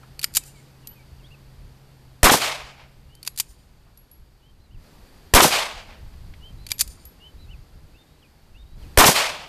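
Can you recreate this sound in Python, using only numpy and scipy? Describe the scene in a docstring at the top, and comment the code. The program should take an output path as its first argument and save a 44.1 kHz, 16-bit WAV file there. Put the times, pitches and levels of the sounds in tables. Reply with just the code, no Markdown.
"""A grassy outdoor range: three slow pistol shots, the slide worked by hand with steel clicks before each.
Every blast overloads the microphone and comes back from the ground, the earth bank and the tree line.
In the pauses a songbird whistles over outdoor hiss and insects; light wind buffets the microphone.
A far engine drones at the start and fades away."""
import sys
import numpy as np
from scipy import signal
from scipy.fft import rfft, irfft
from scipy.io import wavfile
from scipy.ndimage import uniform_filter1d

SR = 44100
rng = np.random.default_rng(int(sys.argv[2]) if len(sys.argv) > 2 else 0)


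def persist_wave(psi):
    """Save psi, clipped to +-1, as 16-bit WAV."""
    counts = np.round(np.clip(psi, -1, 1) * 32767).astype(np.int16)
    wavfile.write(sys.argv[1], SR, np.atleast_2d(counts).T)


N = 418068
TIME = np.arange(N) / SR


# Each row: start in seconds, gain in dB.
SHOTS = [(2.2302, -1), (5.337, 1.5), (8.9738, 3)]

def shots(echoes, change=.7):
    """Each blast meets the same landscape, changed by wind and stance."""
    t, out = np.arange(len(echoes)) / SR, np.zeros(N)
    for start, db in SHOTS:
        scatter = (echoes + change * landscape()) / np.hypot(1, change)
        add(out, start, amp(db) * (scatter + pressure_swing(t) + slat_echo(t)))
    return out


def pressure_swing(t, start_s=.003, suction_s=.008, suction_db=3, rebound_s=.006, rebound_db=-7):
    """After the crack the pressure falls far below rest, then swings back slowly."""
    dip = np.sin(np.pi * np.clip((t - start_s) / suction_s, 0, 1))
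    recovery = np.maximum(t - start_s - suction_s, 0) / rebound_s
    return amp(rebound_db) * recovery * np.exp(1 - recovery) - amp(suction_db) * dip


def slat_echo(t, delay_s=.0685, end_hz=2800, sweep=1.6, settle_s=.0014, t60=.051, db=-6, rough=.2):
    """A row of slats returns a short, rough whistle that falls to a steady pitch."""
    age = np.maximum(t - delay_s, 0)
    hz = end_hz * (1 + sweep * np.exp(-age / settle_s))
    hz *= 1 + rough * wander(len(t), window=16)
    return decay(age, db, t60) * (age > 0) * tone(hz)


def landscape(air_loss_db_per_hz_s=.0055, patchy_db=1.42):
    """A bang and its scattered returns, duller the farther they have travelled."""
    t = np.arange(2 * SR) / SR
    out = near_field(t) + tree_line(t)
    out *= amp(patchy_db * wander(len(t), window=500))  # single trunks and crowns
    hz, age, spectrogram = signal.stft(out, SR, nperseg=256)
    spectrogram *= amp(-air_loss_db_per_hz_s * hz[:, None] * age)
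    return signal.istft(spectrogram, SR, nperseg=256)[1][:len(t)]


# Returns from hard surfaces nearby. Each row: delay in seconds, relative level in dB, peak in Hz.
SLAPS = [(.027, 0, 850), (.038, -0.5, 1055), (0.0634, -3, 802), (.084, -10.5, 240), (.107, -7.5, 760),
         (.113, -10.5, 190)]
# Earth bank's return. Each row: frequency in Hz, relative level in dB.
BANK_COLOUR = [(60, -27.5), (300, -8.5), (750, -6), (2000, -10.5), (4500, -7), (14000, -9)]

def near_field(t, ground_s=.0105, bank_s=.074):
    """The muzzle blast, then the ground's scatter, thump and rumble, the slaps and the earth bank."""
    out = cloud(t, hump(hz=403, slope_db=-4), db=2, rise_s=.0023, t60=.045)
    add(out, ground_s, cloud(t, hump(hz=560, slope_db=-2.5), db=-2.5, rise_s=.002, t60=.2))
    add(out, ground_s, cloud(t, hump(hz=293, slope_db=-8), db=-12, rise_s=.022, t60=.11))
    add(out, ground_s, cloud(t, hump(hz=130, slope_db=-7), db=-35, rise_s=.03, t60=.68))
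    for delay, db, hz in SLAPS:
        add(out, delay, cloud(t, hump(hz, slope_db=-10), db, rise_s=.002, t60=.055))
    add(out, bank_s, cloud(t, BANK_COLOUR, db=-6.5, rise_s=.022, t60=.29))
    return out


# Rows of trees, nearest first. Each entry: echo delay in seconds.
TREE_DELAYS_S = [.165, .198, .222, .26, .342, .405, .53]
# Trees' return. Each row: frequency in Hz, relative level in dB.
TREE_COLOUR = [(60, -38), (330, -13.5), (620, 0), (1200, 0), (1600, -4.5), (2400, 2), (2900, -2), (3500, 0),
               (5000, -2.5), (7000, -5.5), (14000, -7)]

def tree_line(t, nearest_db=-14, doubling_db=-14, grass_db=-2, grass_hz=1500, ripple_db=3):
    """Each row of trees answers in its own colour: fainter, longer and thinner with distance."""
    out, hz = np.zeros(len(t)), np.geomspace(60, 14000, 48)
    tree_hz, tree_db = np.transpose(TREE_COLOUR)
    shared = np.interp(np.log(hz), np.log(tree_hz), tree_db)
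    for delay in TREE_DELAYS_S:
        distance = delay / TREE_DELAYS_S[0]
        doublings, stretch = np.log2(distance), distance ** .45
        ripple = ripple_db * np.clip(rng.standard_normal(len(hz)), -1, 1)
        grass_loss = grass_db * doublings * (hz < grass_hz)
        spectrum = np.transpose([hz, shared + ripple + grass_loss])
        db = nearest_db + doubling_db * doublings
        add(out, delay, cloud(t, spectrum, db, rise_s=.024 * stretch, t60=.31 * stretch))
    return out


def cloud(t, spectrum, db, rise_s, t60):
    """Scattered sound swells and dies away."""
    envelope = np.minimum(t / rise_s, 1) * decay(np.maximum(t - rise_s, 0), db, t60)
    return envelope * noise(spectrum, len(t))


# Slide pulled back. Each row: stop time in seconds, level in dB, time stretch, spring in Hz and dB.
PULLS = [(.2422, -10.5, 1.03, 11800, -48), (3.2752, -17, .96, 11350, -49), (6.717, -14, 1.06, 11480, -39)]
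# Slide let go. Each row: slam time in seconds, level in dB, time stretch.
SLAMS = [(.3685, -5.5, 0.97), (3.3995, -11.5, 1.25), (6.809, -6.5, .87)]
# Contacts in a stroke. Each row: unstretched offset in seconds, relative level in dB, t60 in seconds.
PULL_CONTACTS = [(-.048, -17.5, .024), (-.027, -22, 0.033), (-.013, -19.5, .04), (-.009, -13, .025),
                 (0, 0, .02)]
SLAM_CONTACTS = [(-.031, -29, .03), (-.0195, -17, .045), (-.0145, -17.5, .035), (-.010, -13.5, .045),
                 (0, 0, .021), (.004, -5, .029)]
# Steel clicks and the duller pull. Each row: frequency in Hz, relative level in dB.
CLICK_COLOUR = [(100, -37.5), (400, -26.5), (900, -11.5), (2300, -7.5), (4000, -2.5), (7000, -1.5),
                (10000, -3), (14000, -2.5)]
PULL_COLOUR = [(100, -43), (400, -29.5), (900, -10.5), (2300, -1), (4600, 0), (7000, -5), (10000, -4.5),
               (14000, -4)]

def slide(light_db=-9):
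    """The slide strikes a run of contacts on its way back, and another as it feeds and slams shut."""
    t, out = np.arange(SR // 4) / SR, np.zeros(N)
    directions = (PULLS, PULL_CONTACTS, PULL_COLOUR), (SLAMS, SLAM_CONTACTS, CLICK_COLOUR)
    for strokes, contacts, full in directions:
        for stop, db, stretch, *_ in strokes:
            for offset, contact_db, t60 in contacts:
                start = stop + (offset * stretch if offset < 0 else offset)
                spectrum = full if contact_db > light_db else thinned(full, low_hz=1500)
                add(out, start, click(t, db + contact_db, t60, spectrum))
    return out


# Small levers. Each row: start in seconds, level in dB, spring in Hz and dB.
LEVERS = [(.872, -30.5, 11860, -38.5), (3.151, -43, 11350, -70), (3.974, -46.5, 11340, -51),
          (4.114, -53, 11340, -49), (7.053, -40, 11440, -44)]
# Rattles after hard slams. 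Each row: start in seconds, level in dB.
RATTLES = [(.436, -40), (6.876, -37)]
# A soft, dull puff of noise as the sound begins, then handling taps and scuffs.
# Each row: start in seconds, level in dB, peak in Hz, t60 in seconds.
DULL_BURSTS = [(.03, -50, 1300, .14), (3.865, -59, 1100, .15), (6.136, -52, 2000, .04),
               (6.337, -42.5, 2200, .035), (6.975, -54, 1200, .08)]

def small_noises():
    """Levers click thinly and the pistol rattles in the hand, among soft, dull bursts of noise."""
    t, out = np.arange(SR // 4) / SR, np.zeros(N)
    for start, db, *_ in LEVERS:
        add(out, start, click(t, db, t60=.019, spectrum=thinned(CLICK_COLOUR, low_hz=3500)))
    for start, db in RATTLES:
        add(out, start, click(t, db, t60=.035, spectrum=thinned(CLICK_COLOUR, low_hz=2000)))
    for start, db, hz, t60 in DULL_BURSTS:
        add(out, start, click(t, db, t60, spectrum=hump(hz, slope_db=-18)))
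    return out


# Modes of slide and frame. Each row: frequency in Hz, relative level in dB, t60 in seconds.
STEEL_MODES = [(2400, -33, .012), (4690, -22, .009), (7120, -26, .015), (7950, -48.5, .12),
               (9000, -25.5, .012), (10300, -26, 0.01)]
# The clicks' echo. Each row: frequency in Hz, gain in dB.
ECHO_COLOUR = [(300, -18), (1500, -10), (4000, -5), (6000, -4), (7200, 0), (8000, -3), (9100, 5.5),
               (11000, -2.5), (14000, 1.5)]

def action(echoes, ring_db=-8, echo_db=-21, spring_t60=.2, barrel_db=-17, frame_db=-13):
    """Steel parts snap together, ring and echo faintly from the range; a small spring sings on."""
    t = np.arange(SR // 4) / SR
    out = slide() + small_noises()
    body = sum(decay(t, db, t60) * np.cos(2 * np.pi * hz * t) for hz, db, t60 in STEEL_MODES)
    out += amp(ring_db) * signal.oaconvolve(out, body / np.linalg.norm(body))[:N]
    echo = signal.oaconvolve(out, echoes / np.linalg.norm(echoes))[:N]
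    out += amp(echo_db) * colour(echo, ECHO_COLOUR)
    for stop, db, stretch, *_ in PULLS:
        unlock = stop + PULL_CONTACTS[0][0] * stretch
        add(out, unlock, ping(t, hz=4500, db=db + barrel_db, t60=.025))
        add(out, stop, ping(t, hz=2170, db=db + frame_db, t60=.018))
    for start, *_, hz, db in PULLS + LEVERS:
        add(out, start, spring(t, hz, db, spring_t60))
    return out


def click(t, db, t60, spectrum, rise_s_per_db=3.3e-5):
    """A sharp strike and a short rattle; light touches slide into contact, hard ones hit at once."""
    strike, rattle = decay(t, db=1, t60=.004), decay(t, db=-1.5, t60=t60)
    rise_s = rise_s_per_db * abs(db) + 1 / SR
    return amp(db) * np.minimum(t / rise_s, 1) * (strike + rattle) * noise(spectrum, len(t))


def thinned(spectrum, low_hz, db_per_octave=9):
    """A light contact has little below low_hz."""
    return [(hz, db - db_per_octave * max(np.log2(low_hz / hz), 0)) for hz, db in spectrum]


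def ping(t, hz, db, t60):
    """One dying mode."""
    return decay(t, db, t60) * np.sin(2 * np.pi * hz * t)


def spring(t, hz, db, t60, split_hz=45, twin=.45):
    """Two close modes of a coil beat against each other."""
    return ping(t, hz, db, t60) + twin * ping(t, hz + split_hz, db, t60)


# Syllables by phrase. Each row: delay and length in seconds, relative level in dB,
# then first, middle and last base pitch in Hz.
PHRASES = { "falling": [(0, .05, 0, 3050, 2720, 2720), (.07, .045, -0.5, 2800, 2980, 3200),
           (.125, .09, 0, 2620, 2340, 2290)], "skipping": [(0, 0.039, -7, 3300, 2800, 2490),
           (.05, .045, -1, 3100, 3350, 4000), (.115, .06, 0, 2480, 2900, 2350)],
           "arching": [(0, 0.128, -1.5, 2740, 3070, 3110), (.18, .1, -9, 3760, 4150, 3710),
           (.29, .078, -4, 2520, 3140, 2190)], "swooping": [(0, .045, 0, 2580, 2750, 3020),
           (.03, 0.071, -4.5, 3680, 3670, 3730), (.1, 0.14, -13, 3700, 3850, 4000),
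           (.235, .045, -9, 4000, 4300, 3900), (.275, .06, -2.5, 3600, 2600, 2350)]}
# Each row: start in seconds, phrase, relative level in dB, pitch factor.
SONG = [(.405, "falling", -59, 0.94), (.825, "falling", -60, 1), (1.185, "skipping", -53.5, 1),
        (3.085, "arching", -59, 1), (4.405, "arching", -61.5, 1.02), (6.395, "arching", -49.5, 1.01),
        (7.19, "arching", -49.5, 0.986), (7.94, "swooping", -58, 0.98), (8.54, "swooping", -55.5, 1)]

def bird(waver=.011, flutter_db=2.5, gain_db=1):
    """Whistled syllables: two glides joined at a bend, quavering in pitch and strength."""
    out = np.zeros(N)
    quaver = 1 + waver * wander(N, window=150)
    flutter = amp(flutter_db * wander(N, window=700))
    for phrase_start, phrase, phrase_db, pitch in SONG:
        for delay, length, db, *bends_hz in PHRASES[phrase]:
            start, size = phrase_start + delay, int(length * SR)
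            glides = np.interp(np.linspace(0, 2, size), np.arange(3), bends_hz)
            hz = pitch * uniform_filter1d(glides, size=size // 8) * quaver[int(start * SR):][:size]
            add(out, start, amp(phrase_db + db) * signal.windows.tukey(size, .5) * tone(hz))
    return amp(gain_db) * flutter * out


# Wind rumble. Each row: frequency in Hz, relative level in dB.
WIND_COLOUR = [(8.8, -29), (15, 1), (71, -1.5), (123, -11), (254, -28.5), (400, -33.5), (520, -62.5),
               (880, -120)]
# Each row: peak time in seconds, level in dB, half-length in seconds.
GUSTS = [(1.62, -43, 0.078), (4.768, -38.5, .04), (6.05, -34.5, 0.035), (6.25, -35, 0.042),
         (6.15, -43, 0.33), (6.68, -40, .17), (7.5, -37.5, 0.089), (7.777, -40.5, 0.053),
         (8.78, -43.5, 0.22)]

def wind(calm_db=-52, lumpy_db=3):
    """Lumpy wind on the microphone: bell-shaped gusts over a calm breeze."""
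    lumps = amp(lumpy_db * wander(N, window=2400))
    gust_power = sum(amp(db) ** 2 * np.exp(-((TIME - peak) / half) ** 2) for peak, db, half in GUSTS)
    return np.sqrt(amp(calm_db) ** 2 + gust_power) * unit(lumps * noise(WIND_COLOUR, N))


# Open air and a far insect chorus. Each row: frequency in Hz, relative level in dB.
AIR_COLOUR = [(88, -31), (150, -2.5), (178, -7), (333, -12.5), (402, -13.5), (725, -18.5), (797, -16.5),
              (1060, -20.5), (3070, -26), (4080, -26.5), (4570, -24.5), (5630, -31.5), (10900, -36),
              (13200, -34), (14000, -36)]
INSECT_COLOUR = [(3700, -35), (4300, -6), (4650, 0.5), (4950, -7), (5700, -34.5)]
# Each row: start in seconds, gain in dB.
HISS_GAIN_STEPS = [(-.2, -54.5), (4.72, -53.5), (8.7, -51.5)]

def outdoor_hiss(insects_db=-19, rise_s=.13, first_second_sink_db=.66, sink_power=1.55):
    """Outdoor hiss with insects; the recorder's gain steps up quickly, then sinks ever faster."""
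    gain = np.zeros(N)
    for start, db in HISS_GAIN_STEPS:
        age = np.maximum(TIME - start, 0)
        step = np.minimum(age / rise_s, 1) * amp(db - first_second_sink_db * age ** sink_power)
        gain = np.maximum(gain, step)
    return gain * (noise(AIR_COLOUR, N) + amp(insects_db) * noise(INSECT_COLOUR, N))


def engine(base_hz=129, waver_hz=3.5, sag_hz=6, settle_s=1.5, db=-53.5, leaves_s=2.65, fade_db_per_s=9):
    """A far engine's wavering drone sags a little in pitch, then fades away."""
    hz = base_hz + sag_hz * np.exp(-TIME / settle_s) + waver_hz * wander(N, window=2500)
    level = amp(db - fade_db_per_s * np.maximum(TIME - leaves_s, 0))
    return level * unit(tone(hz))


def amp(db):
    """Decibels to gain."""
    return 10 ** (np.asarray(db) / 20)


def decay(t, db, t60):
    """Gain that starts at db and falls 60 dB in t60 seconds."""
    return amp(db - 60 * t / t60)


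def unit(x):
    """Scales to rms 1."""
    return x / np.sqrt(np.mean(x ** 2) + 1e-20)


def add(mix, start_s, sound):
    """Mixes a sound in at start_s."""
    part = mix[max(round(start_s * SR), 0):][:len(sound)]
    part += sound[:len(part)]


def tone(hz):
    """A sine that follows a pitch curve."""
    return np.sin(2 * np.pi * np.cumsum(hz) / SR)


def wander(size, window):
    """Random drift of rms 1, smoothed over window samples."""
    return unit(uniform_filter1d(rng.standard_normal(size), size=window))


def hump(hz, slope_db):
    """A spectrum peaking at hz: slope_db per octave above, a 12 dB per octave roll-off below."""
    return [(hz / 32, -60), (hz, 0), (hz * 32, 5 * slope_db)]


def colour(x, spectrum):
    """Filters by rows of frequency in Hz and gain in dB."""
    hz, db = np.transpose(spectrum)
    bins_hz = np.fft.rfftfreq(len(x), 1 / SR)
    gain = amp(np.interp(np.log(bins_hz + 1), np.log(hz), db))
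    return irfft(rfft(x) * gain, len(x))


def noise(spectrum, size):
    """Noise of rms 1 with the given spectrum."""
    return unit(colour(rng.standard_normal(size), spectrum))


def scene():
    """The pistol, its action and the open air, in mono."""
    echoes = landscape()
    return (shots(echoes) + action(echoes) + bird() + wind() + outdoor_hiss() + engine())[None]


def record(dry, ceiling=.47, sizzle_db=-22, lag=.4, presence=.22, cutoff_hz=14100):
    """The microphone overloads and sizzles; phase lag and treble lift put spikes on the flat tops."""
    clipped = dry / (1 + (dry / ceiling) ** 4) ** .25
    overload = np.tanh(abs(dry - clipped) / ceiling)
    sizzle = amp(sizzle_db) * overload * rng.standard_normal(dry.shape)
    smeared = signal.lfilter([lag, 0, 1], [1, 0, lag], clipped + sizzle)
    bright = signal.lfilter([1 + presence, -presence], [1], smeared)
    lowpass = signal.firwin(255, cutoff_hz, window=("kaiser", 9), fs=SR)
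    return signal.oaconvolve(bright, lowpass[None], "same")


dry = scene()
out = record(dry)
persist_wave(out)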